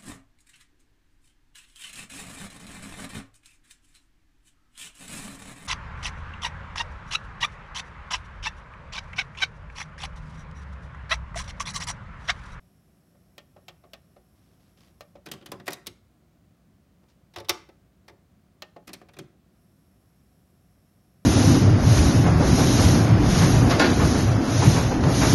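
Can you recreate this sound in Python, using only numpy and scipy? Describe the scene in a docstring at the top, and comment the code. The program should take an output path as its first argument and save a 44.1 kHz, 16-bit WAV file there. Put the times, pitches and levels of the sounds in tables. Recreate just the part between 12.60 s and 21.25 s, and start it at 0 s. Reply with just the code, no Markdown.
"""A portable cassette player, close up in a small room. A finger clicks its panel keys, the tape mechanism
clatters to a stop and unlatches the door, which springs open. A hand brushes the panel and snaps the door
shut, a key is pressed, the mechanism clunks back into play and the running tape hisses faintly.
Each contact is a short ring of pure tones and dying noise, with a room echo. Tape hiss, hand rustle and
room sound are filtered noise, and the room adds a trace of mains hum."""
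import sys
import numpy as np
from scipy import signal
from scipy.fft import rfft, irfft, next_fast_len
from scipy.io import wavfile
from scipy.ndimage import uniform_filter1d

SR = 44100
rng = np.random.default_rng(int(sys.argv[2]) if len(sys.argv) > 2 else 0)


def inscribe(sig):
    """Save sig as 16-bit PCM at rate SR to the path in sys.argv[1].

    A 1-D sig is mono; a 2-D sig holds one channel per row.
    Samples are clipped to [-1, 1] before scaling.
    """
    pcm = np.round(np.clip(np.atleast_2d(sig).T, -1, 1) * 32767)
    wavfile.write(sys.argv[1], SR, pcm.astype(np.int16))


N = 381465  # length in samples

# The thud, knock, clack and crack bands of a contact: (low edge [Hz], high edge [Hz])
BANDS = [(90, 400), (400, 1500), (1500, 6000), (6000, 16000)]


def keys():
    """Small switches snap under the panel keys; a finger landing or letting go makes softer bumps."""
    # A switch snaps under a key: (time [s], strength [dB], pitch of the struck part [Hz])
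    snaps = [(0.7805, -45.5, 3280), (1.0822, -43.7, 3340), (1.3339, -43.8, 3360), (2.4075, -44.4, 1140),
             (6.0211, -39, 2950)]
    # A finger lands on a key or lets it back up: (time [s], strength [dB], pitch of the struck part [Hz])
    bumps = [(0.5445, -62.5, 1050), (0.9611, -50, 616), (1.2354, -52, 640), (1.5604, -52, 583),
             (2.5525, -46.5, 855), (6.161, -42.7, 462)]
    # Sound of each touch, relative to its strength, with the rise time of a usual blow:
    # (thud [dB], knock [dB], clack [dB], crack [dB], rise [s])
    snap_touch = (-11, -3, -4, -9.5, 0.0003)
    bump_touch = (-4.5, -4, -15, -28, 0.0033)
    # Tones the keys ring with: (pitch [Hz], relative level [dB], time to fall 60 dB [s])
    modes = [(363, -3, 0.15), (576.5, 7.5, 0.094), (740, -20, 0.14), (845, 1.5, 0.13), (1127, 3, 0.14),
             (1825, 6.5, 0.16), (2000, 7.5, 0.023), (2650, -5, 0.089), (3350, -26, .05), (4130, 12, 0.036),
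             (5220, -5, .05)]
    # The crowd of weaker tones: (frequency [Hz], relative level [dB per Hz])
    body = [(50, -36), (150, -26), (400, -13), (580, 0), (800, -1.5), (960, -10), (1190, 0), (1600, -7.5),
            (2800, -1), (4200, -11), (6500, -22.5), (10000, -42.5), (14000, -36), (16000, -33.5)]
    blows = [blow(snap_touch, *row) for row in snaps]
    blows += [blow(bump_touch, *row) for row in bumps]
    return contacts(blows, modes, body, modes_db=-8, part_db=-5, rattle_db=1.5,
                    life=1.18, wet_db=-4.0, level_db=-0.6)


def drive():
    """The mechanism shifts its levers to stop, to eject and to play, with hard snaps and soft bumps."""
    # Levers and the door latch snap over:
    # (time [s], strength [dB], pitch of the struck part [Hz], sharpness of the edge [dB])
    snaps = [(2.6565, -59, 5000, 2), (2.6602, -49, 1600, -2.5), (2.684, -55.5, 3170, -6),
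             (2.714, -40.5, 3130, 2.3), (2.7335, -52, 3150, -1.5), (2.8586, -48.5, 3100, 0),
             (2.9165, -40.5, 1090, -2), (3.056, -62, 2440, 3), (3.0662, -48.3, 1930, -1),
             (3.0783, -33.3, 1920, -5), (3.1035, -49.5, 3740, 4.5), (3.119, -46, 5500, -3),
             (3.1296, -43.5, 3800, 6.5), (6.2705, -58, 5230, 2), (6.2752, -50.5, 2070, 0),
             (6.2889, -52.5, 1900, -5), (6.3308, -46.3, 4190, 4), (6.3365, -49.3, 2200, 0),
             (6.4847, -60.5, 2460, -8), (6.533, -61.5, 3570, -2.5), (6.5645, -58, 2500, -7),
             (6.5862, -47.8, 3150, 1)]
    # The cam and the head carriage bump into place:
    # (time [s], strength [dB], pitch of the struck part [Hz])
    bumps = [(2.668, -39.5, 1550), (2.735, -44, 1100), (2.8083, -51, 3210), (2.8213, -50, 3160),
             (2.8848, -49, 380), (2.9356, -44, 1140), (2.9965, -43, 1750), (6.277, -47, 300),
             (6.2992, -53, 1050), (6.4127, -47, 555), (6.567, -50, 300), (6.587, -39.5, 320)]
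    # Sound of each touch, relative to its strength, with the rise time of a usual blow:
    # (thud [dB], knock [dB], clack [dB], crack [dB], rise [s])
    snap_touch = (-1.8, -1.5, -0.5, -1.5, 0.0022)
    bump_touch = (-1, -7, -12.5, -25, 0.003)
    # Tones the mechanism rings with: (pitch [Hz], relative level [dB], time to fall 60 dB [s])
    modes = [(141, -14, 0.23), (193, -6, 0.13), (314, -2, 0.15), (379.6, -2, 0.2), (567, -0.5, 0.11),
             (718, 0.5, 0.053), (1230, -29, .09), (1410, -26, .08), (1910, -3.5, .05), (2490, 0, 0.038),
             (3180, -10, 0.025), (3710, -4, 0.025), (5100, -11, .03)]
    # The crowd of weaker tones: (frequency [Hz], relative level [dB per Hz])
    body = [(40, -24), (85, -9), (130, 13), (350, 7.5), (700, -3), (1200, -1.5), (2200, -5), (3600, -6.5),
            (6000, -12), (8000, -18.5), (13500, -19), (16000, -30)]
    blows = [blow(snap_touch, *row) for row in snaps]
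    blows += [blow(bump_touch, *row) for row in bumps]
    return contacts(blows, modes, body, modes_db=-4.5, part_db=2, rattle_db=1.5,
                    life=1.0, wet_db=0.3, level_db=-0.43)


def door():
    """The sprung door and its latch snap and grate; the hand bumping the door is softer."""
    # The door hits its stop, grates on the way down, snaps shut and is let go:
    # (time [s], strength [dB], pitch of the struck part [Hz], sharpness of the edge [dB])
    snaps = [(3.2605, -56.5, 3670, -4), (3.2678, -41.5, 3750, 4.5), (4.736, -61.5, 3560, -4),
             (4.7598, -44, 3530, -6.5), (4.783, -49.5, 4780, -6), (4.799, -55, 3700, -1),
             (4.8445, -60, 3740, -6), (4.885, -42.8, 3640, -3), (4.8935, -25.5, 3650, -0.5),
             (4.901, -39, 5500, 0), (5.4794, -55.3, 2100, -6.5)]
    # The hand bumps the door and the door settles:
    # (time [s], strength [dB], pitch of the struck part [Hz])
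    bumps = [(3.272, -52, 300), (4.429, -67, 1400), (4.7703, -42, 690), (4.7997, -46, 536),
             (5.0865, -53, 570), (5.492, -52, 1200)]
    # Sound of each touch, relative to its strength, with the rise time of a usual blow:
    # (thud [dB], knock [dB], clack [dB], crack [dB], rise [s])
    snap_touch = (-8, -2, 0, -2, 0.0015)
    bump_touch = (0, -4, -8.5, -19, 0.003)
    # Tones the door rings with: (pitch [Hz], relative level [dB], time to fall 60 dB [s])
    modes = [(98, -14, .4), (202.7, -8.5, 0.13), (354.4, -0.5, .17), (561.6, -5, .13), (715.4, -6, .1),
             (877, -10.5, .15), (1150, -5.5, .09), (1303, -6.5, 0.12), (1920, -5.5, .06),
             (2070, -8.5, .055), (2300, -7, 0.0505), (2680, -6.5, 0.045), (2899, -3.5, 0.0475),
             (3590, 4, 0.061), (3850, -3.5, .035), (4650, -3.5, .035), (5295, -5, .035),
             (5652, -9.5, 0.032), (5950, -7, 0.03033)]
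    # The crowd of weaker tones: (frequency [Hz], relative level [dB per Hz])
    body = [(40, -20.5), (65, -0.5), (100, 6), (180, -6.5), (330, 6.5), (700, -5), (1500, -3), (2200, 1),
            (3800, -2), (5500, -3), (6800, -13.5), (8500, -15.5), (12000, -16), (16000, -22.5)]
    blows = [blow(snap_touch, *row) for row in snaps]
    blows += [blow(bump_touch, *row) for row in bumps]
    return contacts(blows, modes, body, modes_db=-6, part_db=0.5, rattle_db=1.5,
                    life=1.0, wet_db=-1.1, level_db=0.4)


def blow(touch, start_s, strength_db, part_hz, edge_db=0):
    """One contact as (time, four band levels, rise time, part pitch); stronger blows seat faster."""
    # A sharp edge trades knock for crack: (thud, knock, clack, crack [dB per dB of edge])
    edge_tilt = (0, -1, 0, 1)
    part_lift_db = 4  # the band that holds the pitch of the struck part stands out
    usual_db, haste = -45, 0.4  # strength that seats in the given rise time; power by which others differ
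    *colour_db, rise_s = touch
    lift_db = [part_lift_db * (low < part_hz <= high) for low, high in BANDS]
    band_db = strength_db + np.add(colour_db, lift_db) + edge_db * np.array(edge_tilt)
    return (start_s, *band_db, rise_s * amp(haste * (usual_db - strength_db)), part_hz)


def contacts(blows, modes, body, modes_db, part_db, rattle_db, life, wet_db, level_db):
    """Each contact rings the small part that is hit, the modes around it and the case; the room answers."""
    # How long the plastic case rings, before the factor life: (frequency [Hz], time to fall 60 dB [s])
    plastic = [(100, 0.2), (350, .11), (900, .072), (3000, 0.065), (7000, .037), (14000, 0.024)]
    # How long the room rings: (frequency [Hz], time to fall 60 dB [s])
    room = [(100, .55), (400, 0.2), (1500, .44), (4000, 0.35), (8000, .29), (15000, .2)]
    # Colour of the room's answer: (frequency [Hz], relative level [dB])
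    room_colour = [(100, -6), (400, -3.5), (1500, -9), (4000, -16), (8000, -14), (15000, -21.5)]
    ring_size, part_q = 16384, 8  # samples in a ring; sharpness of the struck part's resonance
    wall_rise_s = 0.008

    out = np.zeros(N + SR)  # spare room for the last echo
    t = np.arange(ring_size) / SR
    wall_t = np.arange(2 * ring_size) / SR
    hz, mode_db, t60 = np.transpose(modes)[:, :, None]
    ringing = np.sin(2 * np.pi * hz * t) * np.exp(-np.log(1000) * t / t60)
    case_t60s = [(f, life * decay) for f, decay in plastic]

    for start_s, *band_db, rise_s, part_hz in blows:
        # the point of contact decides how strongly, and with which sign, each mode is struck
        signs = rng.choice([-1, 1], hz.shape)
        strength = signs * amp(mode_db + 2.5 * rng.standard_normal(hz.shape))
        tones = unit(np.sum(strength * ringing, axis=0))
        # loose pieces chatter, so the case dies away unevenly
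        chatter = amp(rattle_db * flutter(ring_size, smoothing=70))
        crowd = coloured(dying(case_t60s, ring_size) * chatter, body)
        # the part that is hit is well damped: one broad resonance
        part = signal.lfilter(*signal.iirpeak(part_hz, part_q, fs=SR), crowd)
        # parts that slide home build up over a few milliseconds; a switch snaps much faster
        seating = 1 - np.exp(-(t / rise_s) ** 2)
        mixed = unit(crowd + amp(part_db) * part) + amp(modes_db) * tones
        ring = voiced(seating * mixed, band_db)
        # the echo builds up, then dies away
        walls = dying(room, 2 * ring_size) * (1 - np.exp(-wall_t / wall_rise_s))
        sound = amp(wet_db) * signal.fftconvolve(ring, coloured(walls, room_colour))
        sound[:ring_size] += ring
        first = round(start_s * SR)
        out[first:first + len(sound)] += sound
    return amp(level_db) * out[:N]


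def tape():
    """The running tape hisses in a few bands, fading out as it stops and in as it reaches speed."""
    # Peaks of the hiss: (centre [Hz], width [Hz], relative level [dB])
    hiss_peaks = [(5470, 640, -3), (8330, 2800, -11), (11180, 950, -2), (12500, 1000, -7.5),
                  (13400, 1400, -11.5)]
    stop_s, start_s, fade_s = 2.62, 6.86, 0.14  # silent at stop_s, starts again at start_s
    level_db = -77.7

    def response(hz):
        power = 0
        for centre, width, db in hiss_peaks:
            power = power + amp(db) ** 2 / (1 + (2 * (hz - centre) / width) ** 2) ** 2
        return np.sqrt(power)

    t = np.arange(N) / SR
    running = np.clip(np.maximum(stop_s - t, t - start_s) / fade_s, 0, 1)
    return amp(level_db) * running * unit(filtered(rng.standard_normal(N), response))


def hand():
    """A faint, grainy rustle as the hand crosses the panel: each stroke rises, holds and dies away."""
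    # The hand brushes over the panel: (start [s], length [s], level [dB])
    brushes = [(1.75, 0.2, -75.5), (1.99, 0.11, -72.5), (2.167, 0.115, -65.5), (4.475, 0.03, -68)]
    # Colour of the rustle: (frequency [Hz], relative level [dB per Hz])
    rustle = [(500, 5), (1800, 0), (3500, 1.5), (5500, -0.5), (9000, -10.5), (16000, -18)]
    attack_s, release_s = 0.012, 0.03
    t = np.arange(N) / SR
    strokes = np.zeros(N)
    for start_s, length_s, db in brushes:
        attack = np.clip((t - start_s) / attack_s, 0, 1)
        release = np.exp(-np.maximum(t - start_s - length_s, 0) / release_s)
        strokes += amp(db) * attack * release
    grain = flutter(N, smoothing=130)
    return strokes * unit(amp(3 * grain) * noise(rustle))


def room_tone():
    """Low rumble and hiss as coloured noise, and a trace of mains hum as a sine."""
    # Colour of the room's rumble and hiss: (frequency [Hz], relative level [dB per Hz])
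    air = [(15, -56.5), (25, -28), (48, -9), (97, -4), (134, -8.5), (175, -3.5), (236, -11.5), (384, -17.5),
           (427, -22.5), (734, -21.5), (840, -30.5), (1100, -28), (2550, -35.5), (8590, -42),
           (16000, -43.5)]
    air_db, hum_db, hum_hz = -61, -74.5, 60  # levels are rms
    hum = amp(hum_db) * np.sqrt(2) * np.sin(2 * np.pi * hum_hz * np.arange(N) / SR)
    return amp(air_db) * noise(air) + hum


def amp(db):
    """Decibels as a plain factor."""
    return 10 ** (np.asarray(db) / 20)


def unit(x):
    """Scaled to rms 1."""
    return x / np.sqrt(np.mean(x ** 2) + 1e-20)


def along(points, hz):
    """Reads a curve of (Hz, value) points on a log frequency axis."""
    f, v = np.transpose(points)
    return np.interp(np.log(hz + 1), np.log(f + 1), v)


def filtered(x, response):
    """x with each frequency multiplied by response(Hz)."""
    size = next_fast_len(len(x) + SR // 4)
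    return irfft(rfft(x, size) * response(np.fft.rfftfreq(size, 1 / SR)), size)[:len(x)]


def noise(spectrum):
    """Steady noise of rms 1 with the given colour."""
    return unit(filtered(rng.standard_normal(N), lambda hz: amp(along(spectrum, hz))))


def flutter(length, smoothing):
    """A random curve of rms 1, smoothed over the given number of samples."""
    return unit(uniform_filter1d(rng.standard_normal(length), size=smoothing))


def coloured(x, spectrum):
    """Causal colouring, so that nothing sounds before a blow."""
    size = 2 * len(x)
    # folding the cepstrum (the spectrum of the log spectrum) forward in time makes the filter causal
    cepstrum = irfft(np.log(amp(along(spectrum, np.fft.rfftfreq(size, 1 / SR)))))
    cepstrum[1:size // 2] *= 2
    cepstrum[size // 2 + 1:] = 0
    return irfft(rfft(x, size) * np.exp(rfft(cepstrum)))[:len(x)]


def dying(t60s, size):
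    """A burst of noise with equal energy at all frequencies, each dying at its own speed."""
    hz, t, cells = signal.stft(rng.standard_normal(size), SR, nperseg=128)
    t60 = along(t60s, hz)[:, None]
    decay = 10 ** (-3 * t / t60) / np.sqrt(t60)
    burst = signal.istft(cells * decay, SR)[1][:size]
    return burst / np.linalg.norm(burst)


def voiced(ring, band_db):
    """Tilts a ring, in two passes, to bring each band to its strength, as rms over 10 ms."""
    hz = np.fft.rfftfreq(len(ring), 1 / SR)
    centres = np.sqrt(np.prod(BANDS, axis=1))
    for _ in range(2):
        power = 2 * abs(rfft(ring)) ** 2 / len(ring) / (0.01 * SR)
        held_db = [10 * np.log10(power[(hz > low) & (hz < high)].sum()) for low, high in BANDS]
        ring = coloured(ring, np.column_stack([centres, np.subtract(band_db, held_db)]))
    return ring


def scene():
    """The player, the hand and the room added together, as one channel."""
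    player = keys() + drive() + door() + tape()
    return (player + hand() + room_tone())[None]


def record(dry):
    """The recorder drops the deepest bass and keeps next to nothing above its band limit."""
    low_cut_hz, top_hz = 43.3, 15900
    low_cut = signal.butter(N=4, Wn=low_cut_hz, btype="high", fs=SR, output="sos")
    thinned = signal.sosfilt(low_cut, dry)

    def band_limit(hz):
        return 1 / np.sqrt(1 + (hz / top_hz) ** 160)

    return np.array([filtered(channel, band_limit) for channel in thinned])


dry = scene()
out = record(dry)
inscribe(out)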